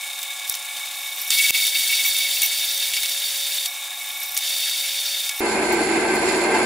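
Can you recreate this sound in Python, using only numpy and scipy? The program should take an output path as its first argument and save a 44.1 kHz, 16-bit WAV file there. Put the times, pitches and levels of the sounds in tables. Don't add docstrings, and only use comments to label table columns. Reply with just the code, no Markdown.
import sys
import numpy as np
from scipy import signal
from scipy.fft import rfft, irfft, next_fast_len
from scipy.io import wavfile

SR = 44100
rng = np.random.default_rng(int(sys.argv[2]) if len(sys.argv) > 2 else 0)


def generate_wav(sig):
    pcm = np.round(np.clip(np.atleast_2d(sig).T, -1, 1) * 32767).astype(np.int16)
    wavfile.write(sys.argv[1], SR, pcm)


N = 293265
T = np.arange(N) / SR
NEAR_START_S = 5.405
TOOTH_HZ, SPINDLE_HZ = 279.3, 34.5
SIDES = np.array([[1], [-1]])

# [freq_hz, side_minus_mid_db]
FAST_WIDTH = [(300, -20), (800, -14), (1300, -52), (4000, -56), (4800, -12.5), (8000, -9), (15000, -6.5)]
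# [freq_hz, left_minus_right_db]
FAST_BALANCE = [(500, 0), (1700, 0)]

# [bite_s, end_s, rise_s, cut_db, ring_db]
CUTS = [(1.299, 3.687, .015, -18.5, -30), (4.389, 5.314, .045, -22, -52)]
# [end_s, depth_db]
FALTERS = [(1.748, 4), (2.036, 0.5), (2.964, 0.5)]
# [freq_hz, level_db_per_hz]
CUT_AIR = [(530, -43.5), (900, -42), (1920, -15.5), (2190, -13), (2410, -19), (3620, -0.5), (4080, -10),
           (5180, -9.5), (7800, -11), (9800, -8.5), (11200, -10.5), (12500, -13.5), (13900, -9.5),
           (15000, -6.5), (15700, -16)]
# [freq_hz, width_hz, level_db]
CUT_MODES = [(2675, 36, -14), (3480, 14, -80), (3652, 68, -1.5), (4586, 110, 0.5), (5630, 69, -9)]
# [freq_hz, width_hz, level_db]
CRUNCH_MODES = [(2120, 110, -5.5), (2350, 63, -4), (2700, 110, 4), (4420, 270, -8)]
# [freq_hz, width_hz, level_db]
GRAZE_MODES = [(5620, 160, 5), (10800, 700, -1), (13500, 1100, 3)]
FALTER_S = .06
CUT_SAG_DB, CUT_SAG_S = 9, 1.9
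CUT_WANDER_DB = 0.03
CRUNCH_DB = 2.5
TREBLE_HZ, TREBLE_LOSS_PER_S = 7000, 0.069


def cutting(caught):
    falter_db = sum(depth_db * window(end_s - FALTER_S, end_s, FALTER_S / 2, .004)
                    for end_s, depth_db in FALTERS)
    strokes = 0
    for bite_s, end_s, rise_s, cut_db, ring_db in CUTS:
        sag_db = CUT_SAG_DB * (1 - np.exp(-np.maximum(T - bite_s, 0) / CUT_SAG_S))
        strokes = strokes + amp(cut_db - sag_db) * window(bite_s, end_s, rise_s, 0.033)
    level = amp(CUT_WANDER_DB * drift(4.3) - falter_db) * strokes

    rub = friction(1.78, 1500, -9)
    tear = body(rub, CUT_AIR, CUT_MODES, 3.1, FAST_WIDTH, FAST_BALANCE)
    treble = signal.sosfiltfilt(signal.butter(2, TREBLE_HZ, "high", fs=SR, output="sos"), tear)
    swallowed = np.clip(TREBLE_LOSS_PER_S * (T - CUTS[0][0]), 0, 1)
    tear = tear - swallowed * treble
    crunch = amp(CRUNCH_DB) * level * np.sqrt(caught) * modes_only(rub, CRUNCH_MODES)

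    highpass = signal.butter(4, 4200, "high", fs=SR, output="sos")
    scrape = signal.sosfilt(highpass, modes_only(rub, GRAZE_MODES))
    turn = 2 * np.pi * SPINDLE_HZ * T - 0.45 + 0.16 * drift(1.6)
    once_a_turn = amp(6.0 * np.cos(turn) + 1.5 * np.tanh(drift(20)))
    return level * tear + crunch + grazing() * once_a_turn * scrape


# [start_s, end_s, start_db, end_db]
GRAZES = [(.47, .58, -34, -37), (.9, 1.32, -46, -31.5), (3.66, 3.9, -35, -58), (3.95, 4.4, -41.5, -31.5),
          (5.29, 5.41, -51, -29)]
# [start_s, length_s, scrape_db]
SLIPS = [(2.037, 0.057, -24.5), (2.416, 0.054, -22.5)]
GRAZE_EDGE_S = 0.01


def grazing():
    strokes = list(GRAZES) + [(s, s + length_s, db, db) for s, length_s, db in SLIPS]
    return sum(amp(np.interp(T, [start_s, end_s], [start_db, end_db]))
               * window(start_s, end_s, GRAZE_EDGE_S, GRAZE_EDGE_S)
               for start_s, end_s, start_db, end_db in strokes)


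LOAD_RISE_S = 0.087


def load():
    cuts = sum(window(bite_s, end_s, LOAD_RISE_S, LOAD_RISE_S) for bite_s, end_s, *rest in CUTS)
    slips = sum(window(s, s + length_s, GRAZE_EDGE_S, GRAZE_EDGE_S) for s, length_s, scrape_db in SLIPS)
    return cuts * (1 - slips)


DRILL_HZ, DRILL_WANDER_HZ = 2236.5, 5.8


def drill_ring(ring, caught):
    phase = 2 * np.pi * DRILL_HZ * T + 2.06 * drift(DRILL_WANDER_HZ)
    return (ring * amp(4.5 * drift(30)) * np.sqrt(2) + caught) * np.sin(phase)


RING_FREE_DB, RING_LOADED_DB, RING_FADE_DB_PER_S = -42.5, -47, 13.5


def rubbing_ring(loaded):
    rubbed = amp(RING_FREE_DB + loaded * (RING_LOADED_DB - RING_FREE_DB))
    bitten = sum(amp(ring_db - RING_FADE_DB_PER_S * (T - bite_s))
                 * window(bite_s, end_s, LOAD_RISE_S, LOAD_RISE_S)
                 for bite_s, end_s, rise_s, cut_db, ring_db in CUTS)
    return rubbed + bitten


# [time_s, strike_db]
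CATCHES = [(1.3214, -19), (1.3892, -22), (1.44, -25), (1.491, -23), (1.545, -11.5), (1.75, -16),
           (1.895, -16), (1.925, -12), (1.9899, -15), (2.048, -10.5), (2.145, -20), (2.2014, -24),
           (2.2642, -22), (2.428, -12.5), (2.6115, -24), (2.9322, -20), (2.9664, -14), (3.0325, -21),
           (4.3705, -21), (4.8349, -26), (5.2894, -21)]
CATCH_T60_S, CATCH_RISE_S = 0.044, 0.005
LIGHT_CATCHES_PER_S, LIGHT_CATCH_DB, LIGHT_CATCH_SPREAD_DB = 7.8, 10, 2


def catches(ring):
    light_db = LIGHT_CATCH_DB + LIGHT_CATCH_SPREAD_DB * rng.uniform(-0.85, 1, N)
    blows = ring * amp(light_db) * (rng.random(N) < LIGHT_CATCHES_PER_S / SR)
    blows[[round(s * SR) for s, strike_db in CATCHES]] = amp(np.array(CATCHES)[:, 1])
    decay = amp(-60 / (CATCH_T60_S * SR))
    blows = signal.lfilter([1], [1, -decay], blows + 1e-18)
    rise = np.exp(-1 / (CATCH_RISE_S * SR))
    return signal.lfilter([1 - rise], [1, -rise], blows)


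# [time_s, peak_db, centre_hz]
CHIPS = [(.2294, -14, 10200), (.4768, -17.5, 7400), (.5114, -20, 11000), (.5404, -16, 4430),
         (.5506, -16.5, 6000), (1.3039, -6, 5650), (2.0376, -12, 5550), (2.4184, -6, 7000),
         (2.9667, -13, 4460), (3.032, -8.5, 6040), (3.0575, -15, 4600), (3.6581, -8, 5700),
         (4.3664, -9, 5350), (4.374, -5, 8950), (4.3874, -14, 6790), (5.2924, -9.5, 5500),
         (5.7219, -20, 9000), (6.1494, -27, 9000)]
# [time_s, peak_db, push_db]
CRACKS = [(.4963, -5, -30), (1.5068, -1, -19)]
CHIP_T60_S, CHIP_RISE_S = .03, .0003
NEAR_CHIP_STRETCH = 3.2
PUSH_RISE_S = 0.00011


def chips():
    out, size = np.zeros((2, N + SR)), SR // 10
    every = list(CHIPS) + small_chips()
    for (s, peak_db, hz), noise in zip(every, rng.standard_normal((len(every), size))):
        at = round(s * SR)
        stretch = NEAR_CHIP_STRETCH if s > NEAR_START_S else 1
        chip = burst(noise, hz / 2.1, hz * 1.96, CHIP_T60_S * stretch, CHIP_RISE_S * stretch)
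        out[:, at:at + size] += amp(peak_db) * chip

    rises = np.arange(size) / SR / PUSH_RISE_S
    push = rises * np.exp(1 - rises)
    for (s, peak_db, push_db), noise in zip(CRACKS, rng.standard_normal((len(CRACKS), size))):
        at = round(s * SR)
        crack = burst(noise, 6100, 20700, 0.015, 0.00046)
        out[:, at:at + size] += amp(peak_db) * crack + amp(push_db) * push
    return out[:, :N]


SMALL_CHIPS_PER_S, SMALL_CHIP_DB, SMALL_CHIP_HZ = 6, 9, (4000, 10000)


def small_chips():
    rows, (low_hz, high_hz) = [], SMALL_CHIP_HZ
    for bite_s, end_s, rise_s, cut_db, ring_db in CUTS:
        count = int(SMALL_CHIPS_PER_S * (end_s - bite_s))
        for when, size, pitch in rng.random((count, 3)):
            peak_db = cut_db + SMALL_CHIP_DB - 6 * size - 4 * when
            hz = low_hz * (high_hz / low_hz) ** pitch
            rows.append((bite_s + when * (end_s - bite_s), peak_db, hz))
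    return rows


# [tooth_multiple, spindle_sideband, free_db, loaded_db]
WHINE = [(2, 0, -61, -54), (2, 1, -72, -76), (3, -4, -66, -72), (3, -3, -56, -68), (3, -2, -61, -72),
         (3, -1, -61, -76), (3, 0, -54, -56), (3, 1, -58, -76), (3, 2, -65, -76), (4, -2, -66, -74),
         (4, -1, -58, -68), (4, 0, -56, -66), (4, 1, -58, -74), (4, 2, -61, -76), (5, 0, -60, -63)]
HUM_DIP_DB, HUM_DIP_S = 16, 0.028


def whine(loaded):
    dip, out = changing(), np.zeros(N)
    for multiple, sideband, free_db, loaded_db in WHINE:
        hz = multiple * TOOTH_HZ + sideband * SPINDLE_HZ
        phase = 2 * np.pi * (hz * T + rng.random())
        lowest = (multiple, sideband) == tuple(WHINE[0][:2])
        waver_db = 1.3 * drift(6) - HUM_DIP_DB * dip * lowest
        level_db = free_db + loaded * (loaded_db - free_db) + waver_db
        out += amp(level_db) * np.sqrt(2) * np.sin(phase)
    return out


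def changing():
    spans = [(s, s + length_s) for s, length_s, scrape_db in SLIPS]
    for bite_s, end_s, *rest in CUTS:
        spans += [(bite_s - GRAZE_EDGE_S, bite_s + HUM_DIP_S), (end_s - HUM_DIP_S, end_s + GRAZE_EDGE_S)]
    return sum(window(start_s, end_s, GRAZE_EDGE_S, GRAZE_EDGE_S) for start_s, end_s in spans)


# [freq_hz, level_db_per_hz]
RUNNING_AIR = [(35, -80), (60, -49.5), (329, -27.5), (489, -29), (550, -21.5), (856, -17.5), (1850, -21.5),
               (2180, -4), (3020, -9), (3720, -12), (5160, -10.5), (7600, -9.5), (9300, -8.5),
               (11500, -13.5), (13400, -12), (15700, -15.5)]
# [freq_hz, width_hz, level_db]
RUNNING_MODES = [(1406, 41, -17), (1690, 57, -7), (2210, 5, -28), (2830, 33, -40), (3668, 118, 0.5)]
# [freq_hz, width_hz, level_db]
RATTLE_MODES = [(713.5, 11, 4), (827, 28, 0.5), (1040, 82, -12.5), (1148, 83, -0.5)]
RUNNING_DB, RATTLE_DB = -30.5, -52


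def running(loaded):
    turn = 2 * np.pi * SPINDLE_HZ * T + 2.55
    tooth = 2 * np.pi * TOOTH_HZ * T
    throb_db = 1.1 * np.cos(turn) + 0.43 * np.cos(2 * turn) + 2.7 * np.cos(tooth)
    rub = amp(throb_db) * friction(1.47, 900, -3.6)
    slack = 1 - 0.25 * loaded
    rattle = amp(RATTLE_DB) * slack * modes_only(rub, RATTLE_MODES)
    bearings = body(rub, RUNNING_AIR, RUNNING_MODES, 4.6, FAST_WIDTH, FAST_BALANCE)
    return amp(RUNNING_DB) * bearings + rattle


# [time_s, rumble_db, hiss_db]
NEAR_LEVELS = [(5.405, -21, -31.5), (5.75, -20, -30), (6.08, -20, -31.5), (6.15, -18.5, -31.5),
               (6.3, -20, -28.5), (6.5, -17, -31.5), (6.65, -19, -28)]
# [freq_hz, level_db]
MOTOR_TONES = [(55.9, -51.5), (83.5, -55), (139, -57), (167.9, -47.5), (223.4, -37), (9952, -42.5),
               (9979, -40.5), (9998.6, -52), (10045, -66), (10130, -44.5), (10160, -61)]
# [freq_hz, level_db_per_hz]
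BED_AIR = [(18, -62), (30, -45), (216, -14.5), (278, -9), (366, -1), (530, -42), (784, -16), (1410, -16.5),
           (2120, -17.5), (3200, -31), (4160, -47), (7040, -120)]
# [freq_hz, width_hz, level_db]
BED_MODES = [(334.5, 16, -2.5), (375, 13.3, 6), (463, 37, -7), (570, 36, -8), (702, 148, -9.5),
             (797, 64, -4), (866, 56, -8), (1013, 53, -8), (1559, 19, -6), (1713, 36, -12), (2060, 48, -12),
             (2194, 69, -9.5), (2417, 79, -17.5), (2660, 24, -11.5)]
# [freq_hz, level_db_per_hz]
HISS_AIR = [(1530, -19), (2600, -15), (3520, -4.5), (4330, -2.5), (6190, -13), (7370, 1.5), (9400, -29),
            (9690, -19), (10400, -30), (10600, -14), (16000, -33)]
# [freq_hz, width_hz, level_db]
HISS_MODES = [(4350, 55, 3), (4980, 200, 1.5), (6970, 250, -5.5), (8250, 160, -1.5), (10080, 89, 1.5),
              (11000, 66, -22)]
# [freq_hz, side_minus_mid_db]
NEAR_WIDTH = [(60, -18), (130, -34), (290, -19), (640, -11.5), (1410, -5.5), (3100, -1), (6820, -0.5),
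              (15000, 4)]
# [freq_hz, left_minus_right_db]
NEAR_BALANCE = [(60, 9), (180, -4), (550, 1.5), (1650, -1), (4970, -2), (15000, -5)]


def near_machine():
    rumble_db, hiss_db = in_time(NEAR_LEVELS)
    rub = friction(0.59, 500, -8.5)
    rumble = body(rub * amp(1.2 * drift(11)), BED_AIR, BED_MODES, 3.4, NEAR_WIDTH, NEAR_BALANCE)
    hiss = body(rub * amp(1.65 * drift(7)), HISS_AIR, HISS_MODES, 2.6, NEAR_WIDTH, NEAR_BALANCE)
    tones = 0
    for hz, level_db in MOTOR_TONES:
        apart = np.arctan(amp(at_hz(NEAR_WIDTH, hz))) * SIDES
        level = amp(level_db + 1.3 * drift(16)) * np.sqrt(2)
        tones = tones + level * np.sin(2 * np.pi * hz * T + 0.81 * drift(7.7) + apart)
    return (T > NEAR_START_S) * (amp(rumble_db) * rumble + amp(hiss_db) * hiss + tones)


def friction(flicker_db, grit_per_s, grit_db):
    out, together = 0, drift(25)
    white = rng.standard_normal((2, 2, N))
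    for k, low_hz in enumerate(32 * 2. ** np.arange(0, 9.1, .7)):
        edges_hz = [low_hz, min(low_hz * 2 ** .7, .45 * SR)]
        band = signal.sosfilt(signal.butter(2, edges_hz, "band", fs=SR, output="sos"), white[k % 2])
        out = out + amp(flicker_db * (0.26 * together + drift(60))) * band
    sizes = amp(2.8 * np.minimum(rng.exponential(1, N), 4)) * rng.choice([-1, 1], (2, N))
    grit = sizes * (rng.random(N) < grit_per_s * amp(5.0 * together) / SR)
    return rms_one(out) + amp(grit_db) * rms_one(grit)


def body(x, air, modes, modes_db, width, balance):
    size = next_fast_len(N + SR // 4)
    hz = np.maximum(np.arange(size // 2 + 1) * SR / size, 1)
    colour = amp(at_hz(air, hz)) + 0j
    for k, (centre_hz, width_hz, level_db) in enumerate(modes):
        detune = (hz - centre_hz ** 2 / hz) / width_hz
        colour += (-1) ** k * amp(level_db + modes_db) / (1 + 1j * detune)
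    mid, side = rfft(x, size) * colour
    both = mid + SIDES * side * amp(at_hz(width, hz))
    both = both * amp(SIDES * at_hz(balance, hz) / 2)
    return rms_one(irfft(both, size)[:, :N])


def modes_only(x, modes):
    return body(x, [(30, -90), (20000, -90)], modes, 0, FAST_WIDTH, FAST_BALANCE)


def burst(noise, low_hz, high_hz, t60_s, rise_s):
    t = np.arange(noise.shape[-1]) / SR
    band = signal.butter(2, [low_hz, min(high_hz, .45 * SR)], "band", fs=SR, output="sos")
    out = signal.sosfilt(band, noise * amp(-60 * t / t60_s) * np.minimum(t / rise_s, 1))
    return out / np.abs(out).max()


def drift(rate_hz):
    step = 40
    r = np.exp(-2 * np.pi * rate_hz * step / SR)
    noise = rng.standard_normal(N // step + 2002)
    slow = signal.lfilter([1], [1, -2 * r, r * r], noise)[2000:]
    return np.interp(np.arange(N) / step, np.arange(len(slow)), rms_one(slow))


def window(start_s, end_s, rise_s, fall_s):
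    corners_s = np.maximum.accumulate([start_s, start_s + rise_s, end_s - fall_s, end_s])
    return np.interp(T, corners_s, [0, 1, 1, 0])


def in_time(rows):
    s, *columns = np.transpose(rows)
    return [np.interp(T, s, column) for column in columns]


def at_hz(points, hz):
    points_hz, points_db = np.transpose(points)
    return np.interp(np.log(hz), np.log(points_hz), points_db)


def amp(db):
    return np.exp(np.asarray(db) * (np.log(10) / 20))


def rms_one(x):
    return x / np.sqrt(np.mean(x ** 2) + 1e-20)


def scene():
    loaded = load()
    ring = rubbing_ring(loaded)
    caught = catches(ring)
    fast = cutting(caught) + drill_ring(ring, caught) + whine(loaded) + running(loaded)
    return fast * (T <= NEAR_START_S) + near_machine() + chips()


def record(dry):
    knee_db, duck_db_per_db = -4.0, 4.0
    release_db_per_s, attack_s, cutoff_hz = 420, .0015, 15730
    peak_db = 20 * np.log10(np.abs(dry).max(axis=0) + 1e-9)
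    over_db = duck_db_per_db * np.maximum(peak_db - knee_db, 0)
    held_db = np.maximum.accumulate(over_db + release_db_per_s * T) - release_db_per_s * T
    r = np.exp(-1 / (attack_s * SR))
    duck_db = signal.lfilter([1 - r], [1, -r], held_db)
    clipped = np.clip(dry * amp(-duck_db), -.95, .95)
    return signal.sosfilt(signal.ellip(12, .5, 80, cutoff_hz, fs=SR, output="sos"), clipped)


dry = scene()
out = record(dry)
generate_wav(out)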